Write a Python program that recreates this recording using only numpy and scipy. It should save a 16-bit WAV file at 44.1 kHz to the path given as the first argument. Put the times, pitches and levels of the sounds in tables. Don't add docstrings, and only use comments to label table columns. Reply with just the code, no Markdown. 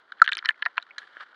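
import sys
import numpy as np
from scipy import signal
from scipy.fft import rfft, irfft, next_fast_len
from scipy.io import wavfile
from scipy.ndimage import map_coordinates

SR = 44100
rng = np.random.default_rng(int(sys.argv[2]) if len(sys.argv) > 2 else 0)


def boost_factor(decibels):
    exponent = np.asarray(decibels, float) / 20
    return 10 ** exponent


def store_wav(level_fs):
    pcm = np.round(np.clip(np.atleast_2d(level_fs), -1, 1) * 32767)
    wavfile.write(sys.argv[1], SR, pcm.T.astype(np.int16))


N = 59535

KNOCK_RISE_S, TICK_RISE_S = 0.00059, 0.00047
SHELL_STIFF_HZ = 850


def unit(x):
    return x / np.sqrt(np.mean(x ** 2) + 1e-20)


def since(start_s):
    return np.maximum(np.arange(N) / SR - start_s, 0)


def curve(rows):
    return np.interp(since(0), *np.transpose(rows))


def wobble(rate_hz):
    return map_coordinates(rng.standard_normal(1000), [since(0) * rate_hz])


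def noise(spectrum):
    size = next_fast_len(N + 8192)
    freq_hz, density_db = np.transpose(spectrum)
    bins_hz = np.fft.rfftfreq(size, 1 / SR)
    gain = boost_factor(np.interp(np.log(bins_hz + 1), np.log(freq_hz + 1), density_db))
    return unit(irfft(rfft(rng.standard_normal(size)) * gain, size)[:N])


def fade(t, rise_s, t60_s):
    return (1 - np.exp(-(t / rise_s) ** 2)) * boost_factor(-60 * t / np.maximum(t60_s, .002))


def no_bass(x, order, stiff_hz):
    return signal.sosfilt(signal.butter(order, stiff_hz, "high", fs=SR, output="sos"), x)


def taps(rows, modes, rise_s, rough, stiff_hz=SHELL_STIFF_HZ):
    scatter_db, rough_s = 2, 0.0012
    out, t = np.zeros(N + SR), np.arange(SR // 10) / SR
    mode_hz, mode_db, mode_t60_s = np.transpose(modes)[:, :, None]
    chance = rng.standard_normal((len(rows), 2, len(modes), 1))
    knots = rng.standard_normal((len(rows), 2, len(t) // 10))
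    for (start_s, peak_db, own_hz, t60_s), (size, phase), pair in zip(rows, chance, knots):
        mode_gain = fade(t, rise_s, mode_t60_s) * boost_factor(mode_db + scatter_db * size)
        ring = mode_gain * np.sin(2 * np.pi * mode_hz * t + 2 * phase)
        sway = 1 + rough * map_coordinates(pair[0] + 1j * pair[1], [t / rough_s])
        own = fade(t, rise_s, t60_s) * np.imag(sway * np.exp(2j * np.pi * own_hz * t))
        tap = own / np.abs(own).max() + ring.sum(0)
        out[round(start_s * SR):][:len(t)] += boost_factor(peak_db) * tap
    return no_bass(out[:N], 4, stiff_hz)


def slap():
    start_s, rise_s, hold_s, fall_s = 0.2172, 0.0009, 0.0054, 0.0011
    start_hz, end_hz, sag_s = 1620, 1327, 0.0024
    level_db, tail_db, tail_t60_s, stiff_hz = 2, 9.5, 0.021, 120
    t = since(start_s)
    pitch_hz = end_hz + (start_hz - end_hz) * np.exp(-(t / sag_s) ** 2)
    driven = 1 / (1 + np.exp(np.minimum((t - hold_s) / fall_s * 2, 50)))
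    tail = boost_factor(np.minimum(tail_db - 60 * t / tail_t60_s, 0))
    size = fade(t, rise_s, 3.3) * (driven + (1 - driven) * tail)
    phase = 2 * np.pi * np.cumsum(pitch_hz * (t > 0)) / SR
    return no_bass(boost_factor(level_db) * size * np.sin(phase), 2, stiff_hz)


def knocks():
    # start_s, peak_db, pitch_hz, t60_s
    surface_rows = [(0.098, -49, 1467, 0.038), (0.1205, -21, 1563, 0.017), (0.1915, -47, 1544, 0.014),
                    (0.199, -33, 1615, 0.011), (0.2283, -27, 1391, 0.03), (0.2425, -28, 1620, 0.017),
                    (0.251, -32.5, 1620, 0.042), (0.262, -29, 1578, 0.019), (0.2766, -14.5, 1717, 0.018),
                    (0.282, -18.5, 1707, 0.014), (0.2885, -19.5, 1437, 0.022), (0.292, -21.5, 1550, 0.023),
                    (0.3175, -34, 1590, 0.045), (0.3216, -12.5, 1574, 0.008), (0.326, -24, 1630, 0.048),
                    (0.332, -31, 1580, 0.1), (0.348, -39.5, 1460, 0.03), (0.352, -34.5, 1633, 0.02),
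                    (0.37, -30.5, 1300, 0.02), (0.3805, -31.5, 1475, 0.023), (0.3885, -29.5, 2130, 0.012),
                    (0.4257, -28.5, 1350, 0.018), (0.442, -32.5, 1076, 0.015), (0.448, -23.5, 1326, 0.013)]
    sunk_rows = [(0.452, -26, 1780, 0.019), (0.457, -17.5, 1890, 0.0093), (0.461, -30.5, 1604, 0.02),
                 (0.465, -29, 1750, 0.054), (0.481, -31.5, 1750, 0.029), (0.4897, -14.5, 1750, 0.03),
                 (0.4915, -12, 1740, 0.013), (0.507, -21, 1860, 0.0049), (0.511, -33, 2060, 0.017),
                 (0.543, -48.5, 2143, 0.026), (0.623, -21.5, 1840, 0.01), (0.6253, -16.5, 1750, 0.017),
                 (0.654, -26, 1858, 0.029), (0.6606, -12.5, 1980, 0.0043), (0.6611, -6, 1665, 0.0087),
                 (0.6642, -19.5, 1750, 0.018), (0.667, -27, 1847, 0.03), (0.769, -36.5, 1640, 0.019),
                 (0.7735, -29, 1760, 0.0083), (0.7791, -7, 1564, 0.0082), (0.7815, -25, 1603, 0.014),
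                 (0.799, -42, 1704, 0.012), (0.826, -43, 1470, 0.026), (0.866, -43, 1400, 0.037),
                 (0.907, -37.5, 2234, 0.03), (0.9806, -28, 1697, 0.034), (0.9855, -30, 1712, 0.024),
                 (1.018, -39, 1680, 0.03), (1.038, -45, 1730, 0.022), (1.168, -34, 1550, 0.0081),
                 (1.328, -48, 1450, 0.054)]
    # start_s, peak_db, pitch_hz, t60_s
    thud_rows = [
        (.2174, -20, 708, 0.012),
        (.623, -44, 510, 0.0073),
        (1.169, -42, 595, 0.0048),
    ]
    # pitch_hz, level_db, t60_s
    shell_modes = [(1011, -17.5, 0.026), (1400, -17.5, 0.032), (1750, 0, 0.012)]
    rough, dry_stiff_hz, thud_stiff_hz = 0.45, 1150, 252
    above = taps(surface_rows, shell_modes[1:], KNOCK_RISE_S, rough, dry_stiff_hz)
    below = taps(sunk_rows, shell_modes, KNOCK_RISE_S, rough)
    thuds = taps(thud_rows, shell_modes[:1], KNOCK_RISE_S, 0, thud_stiff_hz)
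    return above + below + thuds


def ticks():
    # start_s, peak_db, pitch_hz
    surface_rows = [(0.1205, -35.5, 3850), (0.124, -43, 3400), (0.185, -52, 3470), (0.191, -57, 4040),
                    (0.229, -53.5, 5380), (0.242, -36, 4270), (0.246, -30, 3220), (0.252, -38.5, 3610),
                    (0.256, -41, 3020), (0.262, -30.5, 3430), (0.2766, -16.5, 2950), (0.28, -36.5, 3470),
                    (0.29, -24, 3630), (0.317, -27, 3630), (0.3207, -15, 2540), (0.331, -15.5, 3720),
                    (0.349, -40, 3450), (0.352, -26.5, 3990), (0.37, -19.5, 2560), (0.3808, -29.5, 5030),
                    (0.3884, -24, 4200), (0.391, -30.5, 3250)]
    sunk_rows = [(0.449, -29.5, 4300), (0.457, -21, 4140), (0.459, -26.5, 3070), (0.4566, -30, 5460),
                 (0.465, -59, 4420), (0.473, -69, 3200), (0.481, -61.5, 4220), (0.4891, -10, 3036),
                 (0.4888, -22.5, 4176), (0.504, -43, 4000), (0.507, -49, 3800), (0.618, -47, 3030),
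                 (0.625, -20.5, 2965), (0.622, -30, 4040), (0.642, -54, 4400), (0.649, -51.5, 4300),
                 (0.6534, -30, 4400), (0.661, -28.5, 3820), (0.771, -37, 4030), (0.7791, -16.5, 2537),
                 (0.78, -20.5, 3070), (0.784, -28, 2530), (0.7995, -44, 3320), (0.8174, -45, 3770),
                 (0.8255, -34, 3910), (0.9096, -45, 2590), (0.9816, -35, 3170), (0.9827, -26.5, 4070),
                 (0.9893, -35.5, 3910), (1.17, -47, 3130)]
    # pitch_hz, level_db, t60_s
    rim_modes = [(2358, -12.5, 0.018), (3070, -6.5, 0.015), (4300, -21.5, 0.017), (5470, -25.5, 0.0052)]
    t60_s, rough = 0.007, 0.6
    rows = [(*row, t60_s) for row in surface_rows + sunk_rows]
    return taps(rows, rim_modes, TICK_RISE_S, rough)


def spits():
    # start_s, band_7khz_db, band_10khz_db
    spit_rows = [(0.1222, -50, -54.5), (0.2192, -60, -60), (0.2413, -36.5, -61), (0.251, -34, -42),
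                 (0.261, -43, -67), (0.281, -37, -39.5), (0.293, -57, -61), (0.318, -28.5, -45),
                 (0.332, -24.5, -53.5), (0.3516, -29.5, -64.5), (0.37, -28, -28), (0.3805, -52, -64),
                 (0.389, -45, -66), (0.4583, -35, -61), (0.457, -38, -50.5), (0.486, -38, -43),
                 (0.4885, -46.5, -70), (0.504, -47.5, -47), (0.625, -63, -76), (0.631, -56, -69.5),
                 (0.6547, -58, -54.5), (0.6598, -48, -70), (0.664, -60, -63), (0.772, -51.5, -69),
                 (0.782, -46, -53), (0.8269, -41.5, -68), (0.981, -42, -53), (0.983, -24, -46),
                 (0.99, -37, -61)]
    # freq_hz, density_db [dB per Hz]
    bands = [
        [(4500, -17.5), (5800, 7.5), (7500, -2.5), (9500, -34)],
        [(7500, -26), (9400, 2.5), (10800, -5), (12500, -42)],
    ]
    t60_s = 0.0034
    size = np.zeros((2, N))
    for start_s, *band_db in spit_rows:
        size += boost_factor(band_db)[:, None] * fade(since(start_s), TICK_RISE_S, t60_s)
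    return sum(gain * noise(band) for gain, band in zip(size, bands))


def rub():
    # time_s, level_db
    pressure = [
        (1.16, -68),
        (1.168, -49),
        (1.185, -53.5),
        (1.212, -43.5),
        (1.237, -41),
        (1.246, -67),
    ]
    # freq_hz, density_db [dB per Hz]
    friction = [(110, -50), (426, -23), (828, -12), (1680, 1.5), (2610, -24), (3000, -13.5), (4430, -22),
                (5560, -34.5), (7230, -45), (11200, -54), (12200, -90)]
    lump_db = 3
    t = since(0)
    touching = (t > pressure[0][0]) * (t < pressure[-1][0])
    return touching * boost_factor(curve(pressure) + lump_db * wobble(100)) * noise(friction)


def bubbles():
    # start_s, peak_db, pitch_hz, t60_s
    air = [
        (0.142, -63, 1000, 0.21),
        (0.364, -55, 327, 0.12),
        (0.596, -50, 1030, .06),
        (.662, -34.5, 678, 0.046),
        (0.682, -55, 975, .15),
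        (.78, -44.5, 657, 0.076),
    ]
    rise_s, climb_per_s = 0.0022, 3.3
    start_s, peak_db, pitch_hz, t60_s = np.transpose(air)[:, :, None]
    t = since(start_s)
    note = np.sin(2 * np.pi * pitch_hz * (t + climb_per_s * t * t / 2))
    return np.sum(boost_factor(peak_db) * fade(t, rise_s, t60_s) * note, 0)


def wash():
    # time_s, level_db
    flow = [(0, -54), (.03, -64.5), (.17, -61), (.2, -55), (.41, -54.5), (.47, -53.5), (.53, -58.5),
            (.975, -58.5), (.995, -50.5), (1.012, -51.5), (1.02, -47.5), (1.034, -51), (1.045, -55),
            (1.155, -53), (1.25, -57), (1.35, -57.5)]
    # freq_hz, density_db [dB per Hz]
    water = [(600, -43.5), (1400, 2.5), (1800, -3), (2600, -21), (3100, -13.5), (4400, -21), (5400, -32.5),
             (16000, -70)]
    dull = [(20, -39.5), (90, -20), (300, -1), (1200, 3.5), (2200, -55)]
    lump_db, fine_lump_db = 0, 3.5
    rumble_level_db, follow, sway_db = -67.5, 0.17, 1.5
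    flow_db = curve(flow)
    lumps = unit(boost_factor(lump_db * wobble(34.76) + fine_lump_db * wobble(190)))
    rumble_db = rumble_level_db + follow * (flow_db - flow_db.mean()) + sway_db * wobble(25)
    return boost_factor(flow_db) * lumps * noise(water) + boost_factor(rumble_db) * noise(dull)


def fizz():
    # freq_hz, density_db [dB per Hz]
    hiss = [(2300, -30.5), (3000, 1), (4500, -3.5), (5200, -15.5), (7800, -24.5), (11000, -29),
            (12000, -43.5), (15500, -44.5), (16300, -79)]
    start_s, rise_s, t60_s = 0.99, 0.0033, 0.34
    level_db, floor_db = -63, -78.5
    cloud = boost_factor(level_db) * fade(since(start_s), rise_s, t60_s)
    return (cloud + boost_factor(floor_db)) * noise(hiss)


def scene():
    mix = slap() + knocks() + ticks() + spits() + rub() + bubbles() + wash() + fizz()
    return mix[None]


def roll_off(x):
    return signal.sosfilt(signal.butter(12, 16300, fs=SR, output="sos"), x)


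def record(dry):
    top, hardness = 1.1, 6
    saturated = dry / (1 + np.abs(dry / top) ** hardness) ** (1 / hardness)
    return roll_off(np.clip(saturated, -1, 1))


dry = scene()
out = record(dry)
store_wav(out)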